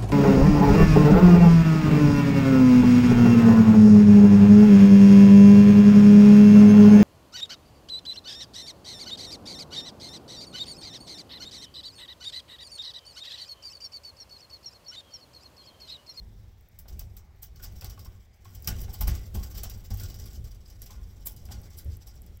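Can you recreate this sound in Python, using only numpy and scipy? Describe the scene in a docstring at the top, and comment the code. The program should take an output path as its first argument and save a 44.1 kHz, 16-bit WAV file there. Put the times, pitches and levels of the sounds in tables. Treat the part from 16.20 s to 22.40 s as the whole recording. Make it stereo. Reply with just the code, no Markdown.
"""Rabbits in a wire cage

An open barn, a two-port microphone close to the cage. Rabbits hop and scrabble: their weight makes
the mesh floor boom, paws knock the frame, and claws strike, scrape and tick the wires, which chatter
in short bright bursts. Between strikes the cage rattles faintly over the far hush of the barn."""
import sys
import numpy as np
from scipy import signal
from scipy.fft import rfft, irfft, next_fast_len
from scipy.io import wavfile
from scipy.ndimage import uniform_filter1d, map_coordinates

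SR = 44100
rng = np.random.default_rng(int(sys.argv[2]) if len(sys.argv) > 2 else 0)


def materialize(psi):
    """Save the field psi as 16-bit PCM at rate SR to the path in sys.argv[1].

    A 1-D psi becomes a single channel; in a 2-D psi each row is a channel.
    """
    bounded = np.clip(np.atleast_2d(psi).T, -1, 1)
    quanta = np.round(bounded * 32767).astype(np.int16)
    wavfile.write(sys.argv[1], SR, quanta)


N = 273398

# weight shifting on the mesh floor: t/s, level/dB
WEIGHT_SHIFTS = [(0.0, -44.5), (0.45, -52.5), (0.76, -44.5), (1.05, -50), (1.28, -50.5), (1.45, -43.5),
                 (1.81, -43.5), (2.15, -55.5), (2.4, -41.5), (2.69, -40.5), (3.5, -39.5), (3.76, -49),
                 (3.88, -38), (4.51, -47), (5.33, -41), (5.89, -47.5), (6.1, -42), (6.2, -50.5)]
# boom of the floor, heard close: f/Hz, level/dB
FLOOR_SPECTRUM = [(20, -8.5), (48, 1.5), (62, -0.5), (85, -4), (101, -2.5), (120, -15.5), (150, -16),
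                  (215, -19.5), (260, -28), (360, -25.5), (600, -32.5), (1000, -48.5)]
# still air far back in the barn: f/Hz, level/dB
BARN_SPECTRUM = [(120, -1), (190, -26), (350, -20.5), (800, -5.5), (1000, -12), (1450, -15.5), (2150, -10),
                 (2600, -18), (5600, -16), (9500, -34), (14000, -30)]
# loose wires rattling between strikes: t/s, level/dB
RATTLE_LEVEL = [(0.0, -65), (1.26, -64), (1.57, -50), (2.19, -63.5), (2.55, -45), (3.05, -52), (3.2, -44),
                (3.62, -48.5), (3.85, -43.5), (4.3, -51.5), (4.9, -57), (5.3, -56), (5.62, -50), (6.2, -62)]
# claws striking a wire: t/s, chatter level/dB, ring level/dB
CLAW_STRIKES = [(0.588, -37.5, -55), (0.681, -43, -51.5), (0.724, -52.5, -55.5), (0.793, -35.5, -47),
                (0.966, -42.5, -52), (1.358, -52, -55), (1.61, -41.5, -47.5), (1.644, -36.5, -44),
                (1.696, -40, -47.5), (1.792, -45.5, -51), (1.847, -48, -55), (2.246, -49.5, -56),
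                (2.349, -44, -50.5), (2.444, -40.5, -51.5), (2.4738, -21, -31.5), (2.585, -45, -47.5),
                (2.808, -25, -37.5), (2.95, -39, -44), (3.35, -43, -45), (3.433, -30.5, -37.5),
                (3.497, -36, -44), (3.704, -40.5, -45), (3.74, -42.5, -49.5), (3.772, -43, -52.5),
                (3.834, -38, -43.5), (3.899, -43, -45.5), (3.942, -42, -48), (3.997, -45, -48),
                (4.057, -41, -51), (4.131, -46, -54), (4.241, -46, -52), (4.499, -47, -54),
                (4.618, -34.5, -49), (4.706, -42.5, -49), (4.756, -66, -59.5), (5.119, -43, -60),
                (5.163, -40.5, -56.5), (5.253, -45, -53)]
# claws dragged across the mesh: t/s, chatter level/dB, ring level/dB, swell/s
CLAW_SCRAPES = [(1.216, -37.5, -51, 0.018), (1.414, -39, -44.5, 0.032), (2.6, -42, -56, 0.018),
                (2.72, -38, -47.5, 0.024), (2.867, -28, -36, 0.013), (3.138, -38, -44.5, 0.012),
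                (3.223, -39.5, -44.5, 0.013), (3.364, -38.5, -43, 0.019), (3.794, -37, -44, 0.0056),
                (4.655, -42, -53, 0.0072), (5.05, -24, -45, 0.023), (5.301, -41.5, -43.5, 0.021),
                (5.561, -35.5, -50.5, 0.028), (5.862, -42.5, -52.5, 0.014)]
# claw tips ticking one wire, dry and bright: t/s, level/dB
CLAW_TICKS = [(0.41, -50), (0.487, -46), (1.429, -35), (1.9869, -68), (2.424, -34), (2.4768, -32),
              (2.8805, -25), (3.4362, -35), (3.741, -32), (4.478, -39), (5.008, -47), (5.059, -23),
              (5.4164, -41), (5.5054, -42), (5.646, -41), (5.769, -36.5), (5.956, -41), (6.0194, -37),
              (6.064, -37), (6.172, -42)]
# wire chattering on wire: f/Hz, level/dB
CHATTER_SPECTRUM = [(5000, -41), (7500, -12), (11000, -9.5), (14000, -1.5)]
# short wire spans: f/Hz, width/Hz, level/dB
SPAN_MODES = [(3086, 370, -5.5), (4120, 1360, -2), (4894, 340, 7.5), (5690, 376, 5), (6405, 340, 2),
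              (7380, 550, -1)]
# taut wires that sing on: f/Hz, width/Hz, level/dB
TAUT_MODES = [(1980, 200, -15), (2984, 20.7, -2.5), (5150, 74, -4.5), (5580, 53, 3), (5800, 89, -1.5),
              (6140, 70, -4.5), (7870, 125, -6)]
# members of the cage frame: f/Hz, width/Hz, level/dB
FRAME_MODES = [(737, 306, 4), (842, 67, 8), (1070, 56, 5), (1207, 24, -5.5), (1432, 10.3, 10),
               (1580, 190, -4.5), (2015, 106, 3.5), (2220, 3150, -1.5), (3260, 150, 5)]
# paws knocking the frame: t/s, level/dB, f/Hz of the member hit
PAW_KNOCKS = [(0.655, -47.5, 735), (0.812, -46, 730), (0.85, -73, 620), (1.396, -45, 1430),
              (1.62, -35.5, 574), (1.775, -42.5, 1130), (1.856, -44.5, 1120), (2.253, -39, 1160),
              (2.476, -22.5, 2630), (2.68, -40.5, 860), (2.808, -31.5, 920), (2.872, -35.5, 805),
              (2.878, -27, 1930), (3.15, -36, 930), (3.435, -40, 710), (3.705, -39.5, 815),
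              (4.696, -46.5, 1140), (5.066, -42, 850), (5.287, -41, 850), (5.33, -46, 720)]
# hops landing on the floor: t/s, level/dB
HOP_LANDINGS = [(0.7, -36.5), (0.846, -45.5), (1.644, -37), (2.475, -22.5), (2.569, -34), (2.804, -28),
                (2.871, -23), (3.146, -24), (3.356, -36), (3.701, -28), (3.814, -33.5), (4.177, -35),
                (5.336, -36.5), (5.655, -32.5)]
# floor panel when struck: f/Hz, level/dB, t60/s
PANEL_MODES = [(50.4, -0.5, 0.27), (70.6, 1.5, 0.27), (100.9, -2.5, 0.59), (142.6, -12, 0.24),
               (200.6, -13.5, 0.17)]
# how alike the two ports sound: f/Hz, likeness (0 to 1)
PORT_LIKENESS = [(30, 1), (60, 0.94), (200, 1), (500, 0.58), (2000, 0.25), (5000, 0.51), (15000, 0.17)]
# left port ahead of the right: f/Hz, phase/rad
LEFT_LEAD = [(60, .15), (3010, .8), (4220, -2.4), (6120, -3), (7500, -4.5), (10200, -4.7), (12700, -11)]
# left port over the right: f/Hz, level/dB
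LEFT_GAIN = [(100, 0.3), (700, 1.5), (3000, 2.5), (7000, 4), (15000, -0.5)]

STRIKE_RISE_S, STRIKE_T60_S, SCRAPE_T60_S = 0.00078, 0.1, 0.11
SNAP_T60_S, TICK_T60_S = 0.016, 0.015
RING_OUTLASTS = 1.69  # decay time of the spans over that of the chatter
TOP_EDGE_HZ, BAND_LIMIT_HZ = 12800, 15950


def amp(db):
    return 10 ** (np.asarray(db) / 20)


def unit_rms(x):
    return x / np.sqrt(np.mean(x ** 2) + 1e-20)


def along(points, hz):
    """Read (f/Hz, value) points on a log frequency axis."""
    f, values = np.transpose(points)
    return np.interp(np.log(hz + 1), np.log(f + 1), values)


def curve(points):
    """Join (t/s, value) points, one value a sample."""
    times, values = np.transpose(points)
    return np.interp(np.arange(N) / SR, times, values)


def wobble(rate):
    """A smooth random curve, rate knots a second."""
    knots = rng.standard_normal(int(N * rate / SR) + 4)
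    return map_coordinates(knots, [np.arange(N) * rate / SR])


def filtered(x, response):
    """Pass x through a complex frequency response."""
    size = next_fast_len(N + SR // 2)
    return irfft(rfft(x, size) * response(np.fft.rfftfreq(size, 1 / SR)), size)[..., :N]


def modes(table):
    """The causal response of a set of resonances, alternating in sign."""
    return lambda f: sum((-1) ** k * amp(db) * 1j * f * width / (hz * hz - f * f + 1j * f * width)
                         for k, (hz, width, db) in enumerate(table))


def shaken(envelope, response):
    """Two unrelated noises under one envelope, through a body; rms follows the envelope."""
    noise = rng.standard_normal((2, N))
    return filtered(noise * envelope, response) / np.std(filtered(noise[0], response))


def patchy(x, depth_db, bins, frames):
    """Vary the colour from moment to moment with a random gain over frequency and time."""
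    spectra = signal.stft(x, nperseg=256)[2]
    field = uniform_filter1d(rng.standard_normal(spectra.shape[1:]), bins, axis=0)
    field = uniform_filter1d(field, frames, axis=1)
    gain = amp(depth_db * unit_rms(field))
    return signal.istft(spectra * unit_rms(gain), nperseg=256)[1][:, :N]


def floor_boom():
    """Soft paws push the mesh, which answers in its lowest modes."""
    weight = amp(curve(WEIGHT_SHIFTS) + 1.5 * wobble(25))
    return shaken(weight, lambda hz: amp(along(FLOOR_SPECTRUM, hz)))


def barn_air():
    """A hush far behind the cage, its colour drifting."""
    hush = shaken(amp(-66), lambda hz: amp(along(BARN_SPECTRUM, hz)))
    return patchy(hush, depth_db=2, bins=3, frames=80)


def loose_rattle(count):
    """The envelope of loose wires touching softly at random moments."""
    touches, t = np.zeros(N), np.arange(SR // 5) / SR
    when, size = rng.random((count, 2)).T
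    touches[(when * N).astype(int)] = amp(-3 * np.log(size + 0.52)) ** 2  # of nearly equal strength
    power = signal.fftconvolve(touches, (t / .004) ** 2 * amp(-120 * t / 0.059))[:N]
    return amp(curve(RATTLE_LEVEL)) * np.sqrt(np.abs(power) / power.mean() + 0.067)


def claws():
    """Chatter and ring envelopes: strikes and scrapes swell and die; ticks feed only the chatter."""
    chatter_power, ring_power = np.zeros((2, N + SR))
    t = np.arange(SR // 2) / SR
    strikes = [(*row, STRIKE_RISE_S, STRIKE_T60_S) for row in CLAW_STRIKES]
    scrapes = [(*row, SCRAPE_T60_S) for row in CLAW_SCRAPES]
    for start, chatter_db, ring_db, rise, t60 in strikes + scrapes:
        swell = np.sin(np.pi / 2 * np.clip(t / rise, 0, 1)) ** 2
        after = np.maximum(t - rise, 0)
        burst = lambda decay_s: swell * amp(-60 * after / decay_s)
        snap = swell ** 4 * burst(SNAP_T60_S)  # the claw's sharp contact, atop the swell
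        at = slice(round(start * SR), round(start * SR) + len(t))
        chatter_power[at] += amp(chatter_db) ** 2 * (burst(t60) ** 2 + snap ** 2)
        ring_power[at] += amp(ring_db) ** 2 * (burst(RING_OUTLASTS * t60) ** 2 + snap ** 2)
    for start, db in CLAW_TICKS:
        chatter_power[round(start * SR):][:len(t)] += amp(db - 60 * t / TICK_T60_S) ** 2
    return np.sqrt(chatter_power[:N]), np.sqrt(ring_power[:N])


def wires():
    """Claws and loose wires set the mesh chattering; spans, taut wires and frame ring with it."""
    claw_chatter, claw_ring = claws()
    rattle = loose_rattle(count=240)
    clash = np.hypot(claw_chatter, amp(-8) * rattle)
    shake = np.hypot(claw_ring, amp(-10.5) * rattle)
    contacts = lambda: unit_rms(amp(2.2 * wobble(400)))  # single contacts inside each burst
    chatter = shaken(contacts() * clash, lambda hz: amp(along(CHATTER_SPECTRUM, hz)))
    top = filtered(chatter, lambda hz: hz > TOP_EDGE_HZ)
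    top_gain = amp(curve([(3.9, 0.5), (4.4, -5)]))  # duller as the rabbits turn away
    chatter += (top_gain - 1) * top
    radiation = lambda hz: hz ** 4 / (hz ** 4 + 2500. ** 4)  # thin wire gives little bass
    spans = shaken(contacts() * shake, lambda hz: modes(SPAN_MODES)(hz) * radiation(hz))
    taut = shaken(amp(-5.5) * shake, modes(TAUT_MODES))
    slow_shake = uniform_filter1d(shake, int(0.022 * SR))  # the heavy frame follows slowly
    frame = shaken(amp(-8.5) * slow_shake, modes(FRAME_MODES))
    # different wires sound from moment to moment
    return patchy(chatter + spans + taut + frame, depth_db=2.2, bins=3, frames=12)


def frame_knocks():
    """A paw gives a short rough push; members nearest in pitch to the one hit are favoured."""
    out, size = np.zeros((2, N + SR)), SR // 2
    t, f = np.arange(size) / SR, np.fft.rfftfreq(size, 1 / SR)
    attack = 1 - np.exp(-t / 0.00058)
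    decay = amp(-60 * t / 0.027) + 0.33 * amp(-60 * t / 0.48)
    for start, db, hit_hz in PAW_KNOCKS:
        push = rng.standard_normal((2, size)) * attack * decay
        push *= amp(rng.normal(0, 3.44, size // 100 + 1).repeat(100)[:size])  # shaken joints rattle
        members = []
        for hz, width, level in FRAME_MODES:
            drop_db = min(28 * abs(np.log2(hz / hit_hz)), 15)
            members.append((hz * (1 + rng.normal(0, 0.015)), width, level - drop_db))
        ring = irfft(rfft(push) * modes(members)(f), size)
        out[:, round(start * SR):][:, :size] += amp(db - 1) * ring / np.abs(ring).max()
    return out[:, :N]


def landings():
    """A body dropping on the mesh starts its lowest modes together and leaves it rumbling."""
    thumps, rumble = np.zeros((2, N + SR)), np.zeros(N + SR)
    t = np.arange(SR // 2) / SR
    attack = 1 - np.exp(-t / 0.013)
    for start, db in HOP_LANDINGS:
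        ring = np.zeros(len(t))
        for hz, level, t60 in PANEL_MODES:
            decay = amp(level + rng.normal(0, 5.5) - 60 * t / t60)
            ring += decay * np.sin(2 * np.pi * hz * (1 + rng.normal(0, 0.047)) * t)
        at = slice(round(start * SR), round(start * SR) + len(t))
        thumps[0, at] -= amp(db) * ring * attack  # mid only: both ports share the thump
        rumble[at] += amp(db - 5.5 - 60 * t / 0.59)
    return thumps[:, :N] + shaken(rumble[:N], lambda hz: amp(along(FLOOR_SPECTRUM, hz)))


def scene():
    """Cage close, barn beyond: the ports hear a shared part, shifted in phase, and one of their own."""
    cage = floor_boom() + landings() + frame_knocks() + wires()
    spread = lambda hz: np.arccos(np.clip(along(PORT_LIKENESS, hz), 0, 1)) / 2
    mid, side = filtered(cage + barn_air(), lambda hz: np.array([np.cos(spread(hz)), np.sin(spread(hz))]))
    left = lambda hz: amp(along(LEFT_GAIN, hz) / 2) * np.exp(.5j * along(LEFT_LEAD, hz))
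    return filtered(np.array([mid + side, mid - side]), lambda hz: np.array([left(hz), 1 / left(hz)]))


def record(dry):
    """The microphone ports dip just below 10 kHz; nothing passes above the band limit."""
    dip = lambda hz: amp(-7 * np.exp(-((hz - 9700) / 900) ** 2))
    return filtered(dry, lambda hz: dip(hz) * np.clip((BAND_LIMIT_HZ - hz) / 150, 0, 1))


dry = scene()
out = record(dry)
materialize(out)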